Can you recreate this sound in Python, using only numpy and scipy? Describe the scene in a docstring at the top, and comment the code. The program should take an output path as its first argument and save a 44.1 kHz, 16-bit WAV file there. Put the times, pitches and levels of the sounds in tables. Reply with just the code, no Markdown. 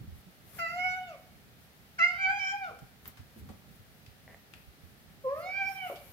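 """Soft bumps over a low rumble, then a cat begs at a door with three drawn-out meows in a small hall.
Each meow is a stack of harmonics shaped by mouth, floor and door, with hoarse noise and creaky last pulses.
Bumps are decaying low tones with dull noise, ticks are band-limited bursts, and a board creaks by slipping.
A noise echo answers for the walls; behind it lie camera rumble and rustle, room noise and a faint whine."""
import sys
import numpy as np
from scipy import signal
from scipy.fft import rfft, irfft, next_fast_len
from scipy.io import wavfile
from scipy.ndimage import uniform_filter1d, map_coordinates

SR = 44100
rng = np.random.default_rng(int(sys.argv[2]) if len(sys.argv) > 2 else 0)


def materialize(psi):
    """Save the field psi as 16-bit PCM at rate SR to the path in sys.argv[1].

    A 1-D psi becomes a single channel; in a 2-D psi each row is a channel.
    """
    bounded = np.clip(np.atleast_2d(psi).T, -1, 1)
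    quanta = np.round(bounded * 32767).astype(np.int16)
    wavfile.write(sys.argv[1], SR, quanta)


N = 270200  # length in samples


def amp(db):
    """Decibels to gain."""
    return 10 ** (np.asarray(db) / 20)


def unit(x):
    """x at rms 1."""
    return x / np.sqrt(np.mean(x ** 2) + 1e-20)


def along(points, hz):
    """Read (Hz, value) points on a log frequency axis."""
    f, v = np.transpose(points)
    return np.interp(np.log(hz + 1), np.log(f + 1), v)


def curves(rows, x):
    """Read each column after the first at the places x of the first column."""
    places, *columns = np.transpose(rows)
    return [np.interp(x, places, column) for column in columns]


def wobble(rate, size):
    """A smooth random curve with rate knots a second."""
    knots = rng.standard_normal(int(size * rate / SR) + 4)
    return map_coordinates(knots, [np.arange(size) * rate / SR])


def bell(t, centre, half):
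    """A smooth swell of height 1."""
    return np.exp(-((t - centre) / half) ** 2)


def plateau(t, centre, half):
    """A swell of height 1 with a flat top and steep sides."""
    return np.exp(-((t - centre) / half) ** 6)


def filtered(x, response):
    """Shape the spectrum of x by a response of frequency."""
    size = x.shape[-1]
    padded = next_fast_len(size + 8192)
    return irfft(rfft(x, padded) * response(np.fft.rfftfreq(padded, 1 / SR)), padded)[..., :size]


def spread(pair, likeness):
    """Blend two independent noises into left and right with the given correlation at each frequency."""
    def mid_side(hz):
        turn = np.arccos(np.clip(likeness(hz), -1, 1)) / 2
        return np.array([np.cos(turn), np.sin(turn)])
    mid, side = filtered(pair, mid_side)
    return np.array([mid + side, mid - side])


def add(track, s, sound):
    """Mix a sound into a stereo track at s seconds."""
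    part = track[:, max(round(s * SR), 0):][:, :sound.shape[-1]]
    part += sound[..., :part.shape[1]]


# Melody up to the closing fall, one list per meow. Each row: time in seconds, pitch in Hz.
MELODIES = [
    [(.585, 662), (.62, 671.4), (.655, 667.3), (.675, 659), (.69, 672), (.73, 693.7), (.78, 720),
     (.81, 723.3), (.845, 738.4), (.91, 734.3), (.97, 743.8), (1.03, 736)],
    [(1.985, 671), (2.01, 660.5), (2.022, 670), (2.04, 702.3), (2.07, 701.6), (2.09, 720), (2.19, 777),
     (2.215, 777), (2.245, 767), (2.28, 767.6), (2.315, 799.4), (2.375, 806.7), (2.41, 764), (2.47, 779.3),
     (2.52, 780.8), (2.53, 814), (2.59, 802.3), (2.625, 782), (2.65, 720.4)],
    [(5.24, 549.4), (5.27, 512), (5.31, 548), (5.36, 605.4), (5.42, 688), (5.48, 743), (5.54, 773.6),
     (5.59, 790.3), (5.635, 768.3), (5.655, 781.8), (5.705, 787), (5.78, 778), (5.815, 760), (5.835, 744)],
]
# Loudness and colour of each meow, from mouth, push and nearby floor and door; one list per meow.
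# Each row: time in seconds, relative loudness in dB, overtones over the fundamental in dB,
# resonance of the lower overtones in Hz.
VOICE_SWELLS = [
    [(.585, -40, 7, 1780), (.6, -35.5, 17.5, 1690), (.658, -33, 18, 1956), (.715, -40.5, 10, 1890),
     (.745, -44, -2.5, 1900), (.775, -38, -8, 1960), (.8, -35, 5.5, 2060), (.845, -31.5, 9, 2060),
     (.944, -39.5, 0.5, 1920), (.976, -35.5, -5, 1910), (1.079, -47.5, -12, 1830), (1.11, -47.5, -7, 1400),
     (1.15, -51.5, -4, 1179)],
    [(1.983, -35, 12, 1900), (2.011, -23.5, 20.5, 1900), (2.04, -19, 26, 2110), (2.07, -23, 23, 2100),
     (2.1, -37.5, 11, 2030), (2.135, -48, 6.5, 1890), (2.175, -47.5, 7, 1900), (2.195, -36.5, 12.5, 2000),
     (2.257, -24.5, 16.5, 2110), (2.305, -30.5, 7.5, 1910), (2.353, -38.5, 2, 2160),
     (2.44, -35.5, 13, 2130), (2.49, -34, 17, 1896), (2.52, -38, 8, 1880), (2.535, -39, -5, 1940),
     (2.58, -45, -5, 2098), (2.62, -37, -5, 2120), (2.645, -39.5, 4, 1730), (2.675, -40, 3, 1390),
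     (2.715, -52.5, -5, 1150)],
    [(5.24, -38.5, -16, 1260), (5.272, -30, -8.5, 1270), (5.31, -36, -6.5, 1500), (5.35, -38.5, -7, 1570),
     (5.425, -48, 1.5, 1670), (5.465, -38, -8.5, 2230), (5.514, -40, 16, 2260), (5.6, -32.5, 11, 2070),
     (5.635, -29.5, 10.5, 2170), (5.738, -53, -1, 2350), (5.78, -40, 5, 2790), (5.86, -42, -2, 2670),
     (5.89, -50.5, 5, 2230), (5.925, -45.5, -16, 1428)],
]
# Treble of the voice, one list per meow. Each row: time in seconds, relative level in dB,
# upper mouth resonance in Hz.
TREBLES = [
    [(.585, -58, 4650), (.61, -53, 4680), (.67, -55, 4650), (.73, -63, 4850), (.77, -62, 5000),
     (.8, -58, 5050), (.87, -56, 5130), (.94, -61, 4650), (1.0, -65, 3850), (1.05, -69, 3650),
     (1.09, -65, 3450), (1.15, -76, 3300)],
    [(1.983, -58, 4500), (2.055, -46, 4850), (2.11, -60, 4700), (2.17, -64, 4600), (2.26, -50, 4500),
     (2.33, -57, 4800), (2.385, -58, 4900), (2.41, -49, 5370), (2.52, -47, 5470), (2.53, -64, 4900),
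     (2.61, -78, 4700), (2.645, -61, 3750), (2.715, -78, 3300)],
    [(5.24, -88, 4400), (5.38, -77, 4600), (5.43, -62, 4600), (5.49, -62, 4850), (5.52, -65, 5150),
     (5.58, -58, 5350), (5.66, -58, 5300), (5.74, -60, 5400), (5.8, -75, 5200), (5.85, -74, 3600),
     (5.88, -64, 3400), (5.925, -74, 3200)],
]
# Shape of each meow. Each row: closing fall in octaves, hoarseness of the onset (0-1),
# moment of strain in seconds, hoarseness of the strain (0-1).
SHAPES = [(0.401, 0.6, .83, 0.04), (.55, 0.53, 2.47, 0.06), (0.68, 0.17, 5.43, 0.03)]
# The floor's reflection at the two microphones, one list per meow.
# Each row: frequency in Hz, left over right in dB, left lead in radians.
REFLECTIONS = [
    [(740, 0, 0.27), (1465, 4, 2), (2020, -7.5, 0), (2870, -3.5, -3), (5540, -10, 5)],
    [(890, -0.5, 1.16), (1530, 2.5, 2.5), (2260, -7, 1), (2880, 6, 1.5), (5400, -3.5, -1.9)],
    [(560, 0.5, 0.46), (1540, -3, 2.25), (2260, -6, 0.99), (3000, 2, 1.45), (5380.0, -3, 1.2)],
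]
# The cat's stance in each meow. Each row: treble tilt in dB per octave,
# fourth harmonic over the treble in dB, room echo in dB.
STANCES = [(7, 7.5, -8.5), (5, 1, -8.5), (-12, -10, -6.5)]
# Creaky pulses as the voice gives out. Each row: start in seconds, relative level in dB,
# throat resonance in Hz.
LAST_PULSES = [(1.108, -57, 635), (2.7, -41.5, 555), (5.899, -26.5, 623)]
SWAY_RATE = 22  # changes of the echo paths a second


def cat(direct_db=0.36, sway_radians=1.105):
    """Three meows; cat and camera move, so the hall's answer sways between two sets of paths."""
    out = np.zeros((2, N))
    for melody, swells, treble, shape, reflection, stance, pulses in zip(
            MELODIES, VOICE_SWELLS, TREBLES, SHAPES, REFLECTIONS, STANCES, LAST_PULSES):
        tilt_db, fourth_db, room_db = stance
        voice = meow(melody, swells, treble, shape, reflection, tilt_db, fourth_db) + fry(*pulses)
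        turn = sway_radians * wobble(SWAY_RATE, N)
        echo = np.cos(turn) * hall(voice) + np.sin(turn) * hall(voice)
        out += amp(direct_db) * voice + amp(room_db) * echo
    return out


# Colour of the leaking breath. Each row: frequency in Hz, relative level in dB per Hz.
THROAT_COLOUR = [(250, -19.5), (600, -4), (1000, -3.5), (1500, 1.5), (2200, 8), (2800, -1), (3600, -16.5),
                 (5200, -3.5), (8000, -21), (12000, -44)]
FALL_POWER = 2.1  # the closing fall gathers speed
SLACK = 2  # how fast the high harmonics break up, per octave of the closing fall


def meow(melody, swells, treble, shape, reflection, tilt_db, fourth_db,
         breathy=0.16, hiss=0.74, droop=18, attack=.012, release=.013):
    """Vocal folds give harmonics, resonances weigh them, and hoarseness makes the cycles uneven and noisy."""
    fall, onset_hoarse, strain_at, strain_hoarse = shape
    start, fall_start, end = melody[0][0], melody[-1][0], swells[-1][0]
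    t = np.arange(start - attack / 2, end + release, 1 / SR)
    loudness_db, overtones_db, resonance_hz = curves(swells, t)
    treble_db, formant_hz = curves(treble, t)

    strain = strained(t, strain_at, strain_hoarse)
    hoarse = hoarseness(t, start, end, loudness_db, onset_hoarse, strain)
    fall_progress = np.clip((t - fall_start) / (end - fall_start), 0, 1)
    # past the end the pitch droops on, in octaves a second
    sunk = fall * fall_progress ** FALL_POWER + droop * np.maximum(t - end, 0)
    tune_hz = uniform_filter1d(curves(melody, t)[0], size=600) * 2 ** -sunk
    f0 = fold_pitch(t, start, tune_hz, onset_hoarse, hoarse - strain)
    phase = 2 * np.pi * np.cumsum(f0) / SR
    gains = harmonic_gains(f0, loudness_db, overtones_db, resonance_hz,
                           treble_db, formant_hz, tilt_db, fourth_db)

    sides = np.array([[.5], [-.5]])  # left, right
    voice = np.zeros((2, len(t)))
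    for k, gain in enumerate(gains, 1):
        pan_db, lead = curves(reflection, k * f0)
        pan = amp(sides * pan_db)
        pan = pan / np.linalg.norm(pan, axis=0)
        # turbulence at the folds spreads a skirt of noise round each harmonic, most round the high ones
        breakup = hoarse + SLACK * np.minimum(sunk, fall) * (k > 3)
        flutter = wobble(700, len(t)) + 1j * wobble(700, len(t))
        skirt = breathy * breakup * k / 3 * flutter
        uneven = (1 + skirt) / np.hypot(1, np.abs(skirt) / 2)
        voice += 2 * gain * pan * np.real(uneven * np.exp(1j * (k * phase + sides * lead)))

    # air leaks through the folds once a cycle and rings in the throat; weak overtones muffle it
    puffs = rng.standard_normal((2, len(t))) * (1 + np.cos(phase))
    leak = unit(filtered(puffs, lambda hz: amp(along(THROAT_COLOUR, hz))))
    muffle = np.hypot(1, amp(-overtones_db))
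    voice += hiss * hoarse / muffle * np.linalg.norm(gains, axis=0) * leak

    fade = np.clip((t - t[0]) / attack, 0, 1) ** 2 * np.clip((t[-1] - t) / release, 0, 1)
    track = np.zeros((2, N))
    add(track, t[0], voice * fade)
    return track


# The voice cracks for an instant as it changes register. Each row: time in seconds, hoarseness (0-1).
REGISTER_CRACKS = [(2.305, 0.06), (2.526, 0.2), (2.645, 0.2)]
STRAIN_S, CRACK_S = .066, 0.0041  # half lengths of a strain and of a crack


def strained(t, strain_at, strain_hoarse):
    """Hoarseness from one spell of strain and from sudden cracks between registers."""
    cracks = sum(rough * bell(t, s, CRACK_S) for s, rough in REGISTER_CRACKS)
    return strain_hoarse * plateau(t, strain_at, STRAIN_S) + cracks


MIDDLE_DB = -34.5  # a middling loudness
HOARSE_MIDDLE, CLEARS_DB = 0.074, 10.5  # hoarseness at that loudness; so many dB more cut it to 1/e
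ONSET_S, FRAY_S = 0.014, .032  # how long the rough onset and the frayed end last
FRAY = .16  # hoarseness of the end


def hoarseness(t, start, end, loudness_db, onset_hoarse, strain):
    """The voice is clearest when loud, and rough at the onset, under strain and as it gives out."""
    weak = HOARSE_MIDDLE * np.exp(-(loudness_db - MIDDLE_DB) / CLEARS_DB)
    onset = onset_hoarse * bell(t, start, ONSET_S)
    frayed = FRAY * bell(np.minimum(t, end), end, FRAY_S)
    return np.clip(weak + onset + strain + frayed, 0, 1)


OVERSHOOT, SETTLE_S = .33, 0.0064  # the folds start up to this share too high in a hard onset, and settle


def fold_pitch(t, start, tune_hz, onset_hoarse, roughness, jitter=0.0039, rasp=0.039):
    """The folds overshoot a hard onset, jitter slowly, and rattle quickly where they are rough."""
    hardness = np.clip(2 * onset_hoarse - .5, 0, 1)
    overshoot = OVERSHOOT * hardness * np.exp(-np.maximum(t - start, 0) / SETTLE_S)
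    jitters = jitter * wobble(70.64, len(t))
    return tune_hz * (1 + overshoot + jitters + rasp * roughness * wobble(600, len(t)))


# Colour of harmonics 2 to 4. Each row: frequency in Hz, relative level in dB.
LOW_COLOUR = [(1000, 24.5), (1500, -7), (2200, -11), (2700, -8), (3100, -22.5)]
# Colour of the harmonics from the fifth up. Each row: frequency in Hz, relative level in dB.
HIGH_COLOUR = [(2700, -1.5), (3350, -6), (3700, 2), (4200, -0.5), (4700, -2.5), (5300, -4), (6200, -1),
               (7200, 3.5), (8200, -22.5)]
RICH_DB = 10.5  # overtones far above the fundamental
UPPER_WIDTH_HZ = 170  # the upper resonance is narrow


def harmonic_gains(f0, loudness_db, overtones_db, resonance_hz, treble_db, formant_hz, tilt_db, fourth_db,
                   resonance_width_hz=60, flutter_db=5.5, waver_db=2.0, bead_db=2.5, count=11):
    """Power moves between the fundamental and the overtones, most to those nearest the resonances."""
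    size = len(f0)
    fundamental = amp(loudness_db) / np.hypot(1, amp(overtones_db))
    lower = []
    for k in range(2, 5):
        colour = amp(along(LOW_COLOUR, k * f0) + waver_db * wobble(25.86, size))
        lower.append(colour / np.hypot(1, (k * f0 - resonance_hz) / resonance_width_hz))
    # the upper resonance moves with the jaw and picks out the nearest high harmonics, which flicker
    upper = []
    for k in range(5, count + 1):
        colour_db = along(HIGH_COLOUR, k * f0) + tilt_db * np.log2(k)
        colour = amp(colour_db + flutter_db * wobble(35.4, size))
        upper.append(colour / np.hypot(1, (k * f0 - formant_hz) / UPPER_WIDTH_HZ))
    lower = np.array(lower) / np.linalg.norm(lower, axis=0) * fundamental * amp(overtones_db)
    upper = np.array(upper) / np.linalg.norm(upper, axis=0) * amp(treble_db + waver_db * wobble(24.7, size))
    # the fourth harmonic lies between the two resonances and swells with the treble too
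    lower[-1] = np.hypot(lower[-1], amp(treble_db + fourth_db))
    # a thin fundamental beats more deeply
    beads_db = waver_db + bead_db * np.clip(overtones_db / RICH_DB, 0, 1)
    return [fundamental * amp(beads_db * wobble(29.95, size)), *lower, *upper]


def fry(s, db, hz, gap_s=.009, uneven=0.12, loss_db=3.5, sink_octaves=0.16, t60=0.026, rise=0.00068, count=5):
    """Slack folds snap shut a few more times, unevenly, ever weaker and lower; each snap rings the throat."""
    track, t = np.zeros((2, N)), np.arange(SR // 20) / SR
    chance = rng.standard_normal((count, 2))
    gaps = gap_s * np.exp(uneven * chance[1:, 0])
    times = s + np.cumsum(np.r_[0, gaps])
    for k, (at, stray) in enumerate(zip(times, chance[:, 1])):
        ring_hz = hz * 2 ** (uneven * stray / 2 - sink_octaves * k)
        envelope = amp(db - loss_db * k - 60 * t / t60) * (1 - np.exp(-t / rise))
        add(track, at, envelope * np.sin(2 * np.pi * ring_hz * t))
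    return track


# Echo time of the hall. Each row: frequency in Hz, 60 dB decay time in seconds.
HALL_T60 = [(200, 0.077), (700, 0.49), (2200, 0.31), (5000, 0.36), (12000, 0.018)]
# Weak, slow echo from the rooms beyond. Each row: frequency in Hz, level against the hall's start in dB.
ROOMS_BEYOND = [(200, -31), (700, -16.5), (1400, -14), (2400, -10), (5000, -14.5), (10000, -45)]
WASH_T60_S = 0.83


def hall(x, gap_s=.005):
    """Bare walls answer after a short gap; each frequency dies at its own speed, over a slower wash."""
    hz, t, z = signal.stft(rng.standard_normal((2, SR * 2 // 3)), SR, nperseg=256)
    walls = amp(-60 * t / along(HALL_T60, hz)[:, None])
    wash = amp(along(ROOMS_BEYOND, hz)[:, None] - 60 * t / WASH_T60_S)
    tail = signal.istft(z * np.hypot(walls, wash), SR, nperseg=256)[1]
    tail = np.pad(tail, ((0, 0), (int(gap_s * SR), 0)))
    # long waves reach both microphones alike: (Hz, correlation)
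    likeness = [(500, 1.0), (800, 0.99), (1400, 0.018)]
    answer = spread(tail / np.linalg.norm(tail[0]), lambda f: along(likeness, f))
    return signal.fftconvolve(x, answer, axes=1)[:, :N]


# Feet on the boards and the hand on the camera. Each row: start in seconds, relative level in dB, pitch in Hz.
BUMPS = [(0.009, -43, 141), (0.076, -37, 81), (0.123, -38, 69.4), (0.157, -39.5, 63), (0.264, -46.5, 182),
         (2.819, -43, 130), (3.194, -41, 92.5), (3.36, -46, 224), (3.419, -39.5, 81), (3.494, -39.5, 210),
         (3.794, -45, 94), (4.076, -46.5, 86), (4.673, -45, 73), (4.834, -42.5, 83)]
# Deep bumps reach the microphones out of step. Each row: pitch in Hz, phase lead of the right in radians.
BUMP_LEAD = [(65, 1.56), (95, 1.2), (140, 1.7), (220, .4)]
STEP_T60_S = 0.15


def steps(level_db=1, rise=0.0038, scuff=0.56):
    """Each bump is a short, dull push: a decaying low tone with some soft noise."""
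    track, t = np.zeros((2, N)), np.arange(SR // 4) / SR
    for s, db, hz in BUMPS:
        noise = rng.standard_normal((2, len(t)))
        pad = unit(filtered(noise, lambda f: 1 / (1 + (f / (2 * hz)) ** 3)))
        thud = np.sin(2 * np.pi * hz * t + [[0], [along(BUMP_LEAD, hz)]]) + scuff * pad
        envelope = amp(db + level_db - 60 * t / STEP_T60_S) * (1 - np.exp(-t / rise))
        add(track, s, envelope * thud)
    return track


# Small ticks of claws and boards, and last a puff as the mouth closes.
# Each row: start in seconds, relative level in dB, pitch in Hz,
# bandwidth in octaves, 60 dB decay time in seconds.
SMALL_BURSTS = [(2.789, -46.5, 4940, 2.6, 0.026), (3.056, -38.5, 1412, 1, 0.029),
                (3.077, -28, 13900, 0.17, 0.03), (3.172, -47.5, 1480, 1.2, 0.12),
                (3.489, -43, 474, 1.1, 0.11), (4.063, -42.5, 2840, 0.7, 0.026),
                (4.537, -34, 2050, 0.58, 0.024), (5.957, -44.5, 3100, 0.57, .1)]


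def small_bursts(level_db=-6, rise=0.00015):
    """Ticks and a closing puff: short decaying bursts of noise, each in its own band."""
    track, t = np.zeros((2, N)), np.arange(SR // 8) / SR
    for s, db, hz, octaves, t60 in SMALL_BURSTS:
        noise = rng.standard_normal((2, len(t)))
        burst = unit(filtered(noise, lambda f: 1 / (1 + (np.log2((f + 1) / hz) / octaves) ** 2)))
        add(track, s, amp(db + level_db - 60 * t / t60) * (1 - np.exp(-t / rise)) * burst)
    return track


CATCH_S, RELEASE_S = 4.278, 4.345  # a board creaks under a paw between these two snaps


def creak(level_db=-59.0, ring_hz=1900, width_hz=420, body_db=-2, body_hz=620,
          rate=260, uneven=0.4, snap=2.3, pause=0.0086):
    """A board catches with a snap, slips at an uneven rate and snaps free; each slip rings its resonances."""
    t = np.arange(SR // 8) / SR
    length = RELEASE_S - CATCH_S
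    turns = np.cumsum(rate * (1 + uneven * wobble(91, len(t)))) / SR
    # one slip a turn, with a pause after the catch and before the release
    slips = np.diff(np.floor(turns), prepend=0) * (t > pause) * (t < length - pause)
    slips[[0, round(length * SR)]] = snap

    def mode(f, centre):
        """One resonance of the board."""
        return 1j * f * width_hz / (centre ** 2 - f ** 2 + 1j * f * width_hz)

    knocks = slips * rng.normal(1, uneven / 2, (2, len(t)))
    ring = filtered(knocks, lambda f: mode(f, ring_hz) ** 2 + amp(body_db) * mode(f, body_hz) ** 2)
    track = np.zeros((2, N))
    add(track, CATCH_S, amp(level_db) * unit(ring))
    return track


# Shifts of the hand on the camera. Each row: time in seconds, half length in seconds,
# relative level of the rustle in dB, swell of the rumble in dB.
HAND_SHIFTS = [(0.032, 0.073, -104, 8), (0.493, 0.04, -66, -3.5), (0.577, 0.038, -55.5, 6),
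               (0.744, 0.19, -70.5, 3), (3.087, 0.028, -61, 11), (3.395, 0.019, -63, 5),
               (3.496, 0.082, -79, 5), (4.92, 0.026, -67.5, 3), (5.41, 0.038, -64, 3),
               (6.074, 0.43, -59.5, 2.5)]
# Colours of the rumble, of the rustle, and of the steady room noise and hiss.
# Each row: frequency in Hz, relative level in dB per Hz.
RUMBLE_COLOUR = [(15, -53), (25, -18.5), (56, -1.5), (80, 0), (172, -2.5), (216, -4), (370, -19.5),
                 (425, -12.5), (500, -30.5), (650, -55), (1100, -120)]
RUSTLE_COLOUR = [(2000, -3.5), (5000, -11.5), (8000, -10.5), (12000, -1.5), (15000, -2.5), (16000, -22.5)]
AIR_COLOUR = [(150, -47.5), (250, -7.5), (287, -10.5), (348, -9.5), (475, -10), (772, -10), (1020, -16.5),
              (1370, -11), (1490, -12.5), (1780, -11.5), (2380, -14.5), (4380, -17), (7490, -25),
              (14200, -23), (15800, -22)]
RUMBLE_DB, RUSTLE_DB, AIR_DB = -60, -71, -61  # rumble and rustle with the hand at rest; room noise


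def background(lumps_db=2.0, flicker_db=2.5):
    """Steady room noise; the camera rumbles and rustles thinly, changing at each shift of the hand."""
    t = np.arange(N) / SR
    swell_db = sum(db * bell(t, s, half) for s, half, _, db in HAND_SHIFTS)
    rumble = amp(RUMBLE_DB + swell_db + lumps_db * wobble(11, N)) * rush(RUMBLE_COLOUR)
    rubbing = amp(RUSTLE_DB) + sum(amp(db) * bell(t, s, half) for s, half, db, _ in HAND_SHIFTS)
    rustle = rubbing * amp(flicker_db * wobble(16, N)) * rush(RUSTLE_COLOUR)
    air = amp(AIR_DB) * rush(AIR_COLOUR)
    return rumble * amp([[-1.5], [1.5]]) + rustle * amp([[3], [-2]]) + air


# Likeness of the two channels of noise. Each row: frequency in Hz, left-right correlation.
NOISE_LIKENESS = [(40, 0.6), (90, 0.43), (150, 0.69), (260, 0.36), (600, 0.76), (1500, -0.1),
                  (8000, -0.029)]


def rush(colour):
    """Coloured stereo noise of rms 1, the two sides more or less alike at each frequency."""
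    coloured = filtered(rng.standard_normal((2, N)), lambda hz: amp(along(colour, hz)))
    return unit(spread(coloured, lambda hz: along(NOISE_LIKENESS, hz)))


# Faint steady whine of the camera. Each row: frequency in Hz, level in dB.
CAMERA_WHINE = [(13780, -84.5), (14640, -84)]


def whine(width_hz=110):
    """Thin, steady bands of hiss, the same on both sides."""
    bands = [amp(db) * unit(filtered(rng.standard_normal(N), lambda f: bell(f, hz, width_hz)))
             for hz, db in CAMERA_WHINE]
    return sum(bands)


def scene(burst_room_db=-6, creak_room_db=-9):
    """Cat and floor sounds, the hall's echo of voice, small bursts and creak, and the background."""
    bursts, board = small_bursts() * amp([[1.5], [-1.5]]), creak()
    echo = hall(amp(burst_room_db) * bursts + amp(creak_room_db) * board)
    bumps = steps() * amp([[-1.5], [1.5]])
    return cat() + bursts + board + echo + bumps + background() + whine()


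TOP_HZ = 15830  # upper band limit


def record(dry, low_cut_hz=42):
    """The camera thins the deepest bass and keeps nothing above its band limit."""
    return filtered(dry, lambda hz: (hz < TOP_HZ) * hz ** 2 / np.hypot(hz ** 2, low_cut_hz ** 2))


dry = scene()
out = record(dry)
materialize(out)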